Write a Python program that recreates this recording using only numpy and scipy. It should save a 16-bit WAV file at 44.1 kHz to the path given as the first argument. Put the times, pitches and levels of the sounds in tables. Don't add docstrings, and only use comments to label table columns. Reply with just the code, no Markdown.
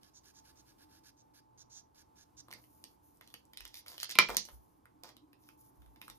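import sys
import numpy as np
from scipy import signal
from scipy.fft import rfft, irfft
from scipy.io import wavfile

SR = 44100
rng = np.random.default_rng(int(sys.argv[2]) if len(sys.argv) > 2 else 0)


def bounce(signal):
    frames = np.transpose(np.atleast_2d(signal))
    limited = np.clip(frames, -1, 1)
    pcm = np.round(limited * 32767).astype(np.int16)
    wavfile.write(sys.argv[1], SR, pcm)


N = 272538
TIME = np.arange(N) / SR

# [f/Hz, level per Hz/dB]
AIR_TONE = [(15, -36), (28, -8), (64, -3), (200, -4), (309, -2), (607, -12), (860, -6), (1100, -12),
            (1890, -28), (3000, -32), (6500, -34), (8600, -40), (12500, -35), (14000, -39), (15200, -60)]
# [f/Hz, likeness]
AIR_LIKENESS = [(60, 0.89), (130, 0.84), (290, -0.35), (640, -0.36), (1400, 0), (3000, 0.71), (15000, 0.29)]
# [t/s, level/dB]
RUMBLE_LEVEL = [(0, -83.5), (.7, -74), (1.2, -85.5), (1.7, -95), (2.2, -81), (6.2, -87.5)]
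# [f/Hz, rms level/dB, left phase lead/rad, wavering share, waver rate/Hz]
HUM_LINES = [(79.63, -86.5, .6, 0.66, 3.0), (119.7, -78.5, 0.7, 0.93, 1.7), (874, -71.5, 2.4, 0.54, 2.5),
             (1000, -88, 1.3, 1, 2.9), (1093, -81.5, 3.9, 0.45, 0.68)]
# [t/s, rms level/dB]
DRONE_LEVEL = [(0, -80), (.98, -71), (1.74, -83), (2.49, -71), (3.5, -78), (3.9, -80.5), (4.61, -78.5),
               (5.23, -66.5), (6.18, -73.5)]
# [f/Hz, fall time/s]
ROOM_FALL = [(150, 0.33), (1000, 0.14), (2500, 0.17), (5000, 0.22), (11000, 0.022)]
ROOM_SEND = {"pencil": -16.5, "hand": -7, "taps": -7, "drop": -6.5}
# [f/Hz, level/dB]
LEFT_GAIN = [(100, -2.5), (600, -1), (1600, -2.5), (7000, -7.5), (9500, 1)]
# [t/s, level/dB, f/Hz]
ARM_THUMPS = [(3.597, -55.5, 50), (4.28, -48.5, 47.6), (4.521, -50.5, 59.6), (5.777, -54.5, 63.8),
              (5.859, -54.5, 57.8), (6.088, -62, 46.2)]
# [start t/s, length/s, level/dB]
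SKIN_SLIDES = [(2.55, 0.41, -70), (3.02, 0.17, -72), (3.27, 0.14, -71), (3.745, 0.064, -58),
               (3.86, 0.17, -64), (4.29, 0.063, -67), (4.44, 0.15, -65.5), (4.58, 0.21, -77),
               (5.39, .17, -75), (5.575, 0.13, -65), (5.7, 0.33, -76.5), (6.01, 0.18, -69)]
# [start t/s, length/s, level/dB]
PENCIL_SCRAPES = [(2.498, 0.07, -63), (3.208, 0.083, -69.5), (3.53, 0.29, -66), (3.745, 0.073, -55.5),
                  (3.86, .125, -56.5), (3.99, 0.065, -45.5), (4.089, 0.052, -43.5), (4.29, 0.097, -57.5),
                  (5.033, 0.094, -62.5), (5.39, 0.15, -74.5), (6.01, 0.098, -72)]
# [start t/s, length/s, level/dB]
DESK_DRAGS = [(2.498, 0.14, -63.5), (3.87, 0.15, -61.5), (4.089, .067, -70), (4.29, 0.074, -45),
              (4.46, 0.16, -69), (5.033, 0.1, -59.5)]
# [f/Hz, level per Hz/dB]
SHEET_TONE = [(2000, -31.5), (4300, -17), (6400, -8.5), (8600, -20.5), (10600, 4), (12200, -4.5),
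              (14300, -6), (15200, -26)]
# [f/Hz, level per Hz/dB]
SCRAPE_TONE = [(900, -27), (1800, -6), (2500, -4.5), (5000, 2.5), (7000, -4.5), (9000, -22.5)]
# [f/Hz, level per Hz/dB]
DRAG_TONE = [(150, -22.5), (300, -4.5), (500, -3), (1000, -2.5), (1500, -7), (2500, -24)]
# [t/s, level/dB, crack centre f/Hz]
PENCIL_KNOCKS = [(0.0318, -47, 4520), (2.4833, -46, 1060), (2.5121, -35.5, 4100), (2.5262, -34, 2050),
                 (2.5365, -35.5, 4550), (2.6394, -52.5, 2900), (2.8398, -34.5, 4630), (3.171, -57, 8500),
                 (3.2104, -41.5, 1770), (3.2747, -46, 4100), (3.302, -54, 3500), (3.3402, -32, 3060),
                 (3.4525, -55.5, 7900), (3.5336, -41.5, 3030), (3.5724, -30, 4060), (3.6056, -31.5, 3000),
                 (3.6518, -31.5, 3250), (3.677, -43.5, 6200), (3.7423, -35, 4340), (3.8621, -42, 2190),
                 (3.8816, -29.5, 5000), (3.9797, -34, 2920), (4.012, -49.5, 5150), (4.0305, -22, 4580),
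                 (4.0438, -30, 4550), (4.093, -32.5, 2660), (4.1111, -29.5, 6940), (4.368, -8.5, 5910),
                 (4.3732, -26, 5600), (4.4518, -36.5, 5870), (4.4868, -42.5, 1280), (4.8552, -48, 1440),
                 (5.035, -36, 5300), (5.0903, -44, 3270), (5.1667, -43, 3764), (5.3303, -49.5, 2600),
                 (5.4882, -42.5, 2720), (5.8194, -54.5, 2090), (5.861, -52.5, 2010), (5.96, -51.5, 2230),
                 (6.0151, -36, 2460), (6.0254, -49, 1780), (6.0801, -38.5, 1334), (6.0992, -35.5, 3600)]
# [t/s, level/dB, crack centre f/Hz]
PENCIL_DROP = [(4.1536, -26, 2630), (4.1869, -2.5, 2390), (4.2872, -29, 2100), (4.3019, -33.5, 2200)]
# [f/Hz, level/dB, time to fall 60 dB/s]
PENCIL_TONES = [(1038, -9.5, 0.031), (1367, -10, 0.031), (1978, -19.5, 0.044), (2024, -6.5, 0.033),
                (2362, -3, 0.044), (3330, -12, 0.031), (4180, -15.5, .02), (5150, -14.5, 0.047),
                (7040, -23, .02)]
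# [f/Hz, level/dB, time to fall 60 dB/s]
DESK_TONES = [(195, 1, 0.04), (319, -4, 0.062), (470, -16, 0.24), (563, -10, 0.048), (709.5, -5.5, 0.023),
              (836, -1, 0.034)]
# [start t/s, length/s, grit level/dB, squeak level/dB]
PENCIL_STROKES = [(0.011, 0.092, -68, -76.5), (0.134, 0.067, -76.5, -56.5), (0.233, 0.083, -64.5, -67),
                  (0.338, 0.07, -70, -60.5), (0.439, 0.081, -64.5, -75.5), (0.552, 0.067, -71, -62.5),
                  (0.652, 0.079, -67.5, -79), (0.782, 0.069, -63.5, -84), (0.889, .11, -66.5, -77),
                  (1.033, 0.075, -63, -68.5), (1.165, 0.06, -82.5, -65.5), (1.336, 0.07, -64.5, -76),
                  (1.574, 0.06, -72.5, -54), (1.695, 0.12, -73, -52), (1.945, 0.086, -65, -67.5),
                  (2.155, 0.089, -67, -64), (2.366, 0.049, -71, -50)]
# [f/Hz, level per Hz/dB]
GRIT_TONE = [(900, -45), (1500, -9.5), (2800, -9.5), (3700, -7.5), (5200, -1.5), (6200, -10.5), (8500, -20),
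             (10300, -12.5), (14200, -11), (14900, -34.5)]
# [f/Hz, level per Hz/dB]
SQUEAK_TONE = [(2800, -32), (3700, -13), (5400, -9), (5800, -1), (6800, 0), (7200, -14), (8500, -22),
               (10000, -40)]
# [f/Hz, width/Hz, level/dB]
BOARD_TONES = [(1730, 150, 29), (1420, 450, -12)]

AIR_DB = -69.5
DRONE_HZ, DRONE_LEAD_RAD, DRONE_WAVER_HZ = 301, 0.83, 26
CUTOFF_HZ = 16800
PAPER_LAG_S, DESK_LAG_S, DROP_LAG_S, THUMP_LAG_S = 0.0001, -0.00014, 0.00001, 0.0043
THUMP_RISE_S = 0.025
SLIDE_RISE, SCRAPE_RISE, DRAG_RISE, STROKE_RISE = 0.3, 0.31, 0.05, 0.68
SKIN_LAW = 0.28
FINGERS_DB = -8
CRACK_SPAN = 1.514
CONTACT_DB, CONTACT_T60_S = -10.5, 0.017
TICK_CENTRE_HZ, TICK_TOP_HZ = 10300, 13500
TICK_DB_PER_OCTAVE = -2
LIFT_START_S, LIFT_END_S = 3.55, 4.14
LIFTED_THUD_DB = -19.5
THUD_LAG = 0.37
BOARD_DB = -10


def amp(db):
    return 10 ** (np.asarray(db) / 20)


def rms_one(x):
    return x / np.sqrt(np.mean(x ** 2) + 1e-30)


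def frequencies(count):
    return np.maximum(np.fft.rfftfreq(count, 1 / SR), 1)


def at_hz(points, hz):
    table = np.array(points)
    return np.interp(np.log(hz), np.log(table[:, 0]), table[:, 1])


def over_time(points):
    return np.interp(TIME, *np.transpose(points))


def colour(x, tone):
    count = x.shape[-1]
    return rms_one(irfft(rfft(x) * amp(at_hz(tone, frequencies(count))), count))


def band_filter(order, low_hz, high_hz):
    return signal.butter(order, [low_hz, high_hz], "band", fs=SR, output="sos")


def drift(rate_hz):
    r = np.exp(-2 * np.pi * rate_hz / SR)
    wander = signal.lfilter([1], [1, -2 * r, r * r], rng.standard_normal(N + SR))
    return rms_one(wander[SR:])


def ring(clicks, hz, t60):
    r, w = amp(-60 / (t60 * SR)), 2 * np.pi * hz / SR
    return signal.lfilter([0, np.sin(w)], [1, -2 * r * np.cos(w), r * r], clicks + 1e-18)


def grains(per_s, spread_db):
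    sizes = amp(spread_db * np.minimum(rng.exponential(1, N), 5))
    signs = rng.choice([-1, 1], N)
    return rms_one(sizes * signs * (rng.random(N) < per_s / SR))


def swell(start, length, rise):
    phase = np.interp(TIME - start, [0, rise * length, length], [0, np.pi / 2, np.pi])
    return np.sin(phase).clip(0)


def moves(rows, rise, law=1):
    return sum(amp(db) * swell(start, length, rise) ** law for start, length, db in rows)


def place(x, lag_s):
    turn = np.exp(-2j * np.pi * np.fft.rfftfreq(N, 1 / SR) * lag_s)
    return np.array([irfft(rfft(x) * turn, N), x])


def air():
    alike = at_hz(AIR_LIKENESS, frequencies(N))
    mid, side = rfft(rng.standard_normal((2, N)))
    white = irfft(np.sqrt(1 + alike) * mid + np.sqrt(1 - alike) * side * [[1], [-1]], N)
    rumble = colour(white, [(30, -30.0), (60, 1.5), (85, 0.5), (130, -28)])
    return amp(AIR_DB + 0.8 * drift(3)) * colour(white, AIR_TONE) + amp(over_time(RUMBLE_LEVEL)) * rumble


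def hum():
    out = np.zeros((2, N))
    drone = (DRONE_HZ, over_time(DRONE_LEVEL), DRONE_LEAD_RAD, 1, DRONE_WAVER_HZ)
    for hz, db, lead, share, rate_hz in HUM_LINES + [drone]:
        steady = np.sqrt(2 - 2 * share ** 2)
        waver = steady + share * (drift(rate_hz) + 1j * drift(rate_hz))
        phase = 2 * np.pi * hz * TIME + np.array([[lead], [0]])
        out += amp(db) * np.real(waver * np.exp(1j * phase))
    return out


def room(x):
    t = TIME[:SR // 2]
    tail = np.zeros((2, len(t)))
    for low in 100 * 2. ** np.arange(8):
        high = min(2 * low, 0.45 * SR)
        band = signal.sosfilt(band_filter(2, low, high), rng.standard_normal((2, len(t))))
        tail += band * amp(-60 * t / at_hz(ROOM_FALL, np.sqrt(low * high)))
    tail *= np.clip((t - 0.002) / 0.0044, 0, 1)
    tail /= np.sqrt(np.sum(tail ** 2) / 2)
    return signal.fftconvolve(x[None], tail, axes=1)[:, :N]


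def thumps():
    out = np.zeros(N)
    for start, db, hz in ARM_THUMPS:
        t = np.maximum(TIME - start, 0) / THUMP_RISE_S
        out += amp(db) * t * np.exp(1 - t) * np.sin(2 * np.pi * hz * (TIME - start))
    return out


def handling():
    skin = colour(grains(10000, 3.0) * amp(2.0 * drift(40)), SHEET_TONE)
    catches = grains(1500, 4.2) * amp(3.5 * drift(60))
    scraping = moves(PENCIL_SCRAPES, SCRAPE_RISE)
    skin_level = moves(SKIN_SLIDES, SLIDE_RISE, SKIN_LAW) + amp(FINGERS_DB) * scraping
    out = skin_level * skin
    out += scraping * colour(catches, SCRAPE_TONE)
    return out + moves(DESK_DRAGS, DRAG_RISE) * colour(catches, DRAG_TONE)


def ring_body(blow, tones):
    return sum((-1) ** k * amp(db) * ring(blow, hz, t60) for k, (hz, db, t60) in enumerate(tones))


def knocks(events, crack_s, ring_db, tick_db, thud_db):
    out, t = np.zeros(N), TIME[:SR // 5]
    tick_filter = band_filter(2, TICK_CENTRE_HZ ** 2 / TICK_TOP_HZ, TICK_TOP_HZ)
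    blow = np.zeros(len(t))
    blow[round(crack_s * SR)] = 1
    wood, desk = ring_body(blow, PENCIL_TONES), ring_body(blow, DESK_TONES)
    for start, db, hz in events:
        burst = rng.standard_normal(len(t)) * t / crack_s * np.exp(1 - t / crack_s)
        crack = signal.sosfilt(band_filter(1, hz / CRACK_SPAN, hz * CRACK_SPAN), burst)
        tick = signal.sosfilt(tick_filter, burst)
        tick_level = tick_db + TICK_DB_PER_OCTAVE * np.log2(hz / 3000)
        lifted = LIFT_START_S < start < LIFT_END_S
        thud_level = thud_db - THUD_LAG * db + LIFTED_THUD_DB * lifted
        sound = crack / np.abs(crack).max()
        sound += amp(CONTACT_DB) * ring(blow, hz, CONTACT_T60_S)
        sound += amp(tick_level) * tick / np.abs(tick).max()
        sound += amp(ring_db) * wood + amp(thud_level) * desk
        first = round(start * SR)
        out[first:first + len(t)] += amp(db) * sound[:N - first]
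    return signal.sosfilt(band_filter(2, 150, 13000), out)


def shake_board(x):
    out = np.zeros(N)
    for hz, width, db in BOARD_TONES:
        out += amp(db) * np.sqrt(width) * ring(x, hz, np.log(1000) / (np.pi * width))
    return rms_one(out)


def drawing():
    tooth = grains(12000, 2.5) * amp(1.2 * drift(80))
    grit, squeak, board = colour(tooth, GRIT_TONE), colour(tooth, SQUEAK_TONE), shake_board(tooth)
    out = np.zeros(N)
    for start, length, grit_db, squeak_db in PENCIL_STROKES:
        speed = swell(start, length, STROKE_RISE)
        out += np.cbrt(speed) * amp(grit_db) * grit
        out += speed * amp(grit_db + BOARD_DB) * board
        out += speed ** 0.93 * amp(squeak_db) * squeak
    return out


def scene():
    hand, pencil = handling(), drawing()
    contacts = knocks(PENCIL_KNOCKS, 0.00084, ring_db=-31, tick_db=-5.5, thud_db=-38.5)
    drop = knocks(PENCIL_DROP, 0.00088, ring_db=-6, tick_db=-12.5, thud_db=-29)
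    near = place(pencil, PAPER_LAG_S) + place(hand + contacts, DESK_LAG_S) + place(drop, DROP_LAG_S)
    sources = {"pencil": pencil, "hand": hand, "taps": contacts, "drop": drop}
    to_room = sum(amp(ROOM_SEND[name]) * x for name, x in sources.items())
    return air() + hum() + place(thumps(), THUMP_LAG_S) + room(to_room) + near


def record(dry):
    left = irfft(rfft(dry[0]) * amp(at_hz(LEFT_GAIN, frequencies(N))), N)
    top_cut = signal.cheby2(14, 90, CUTOFF_HZ, fs=SR, output="sos")
    return signal.sosfilt(top_cut, [left, dry[1]])


dry = scene()
out = record(dry)
bounce(out)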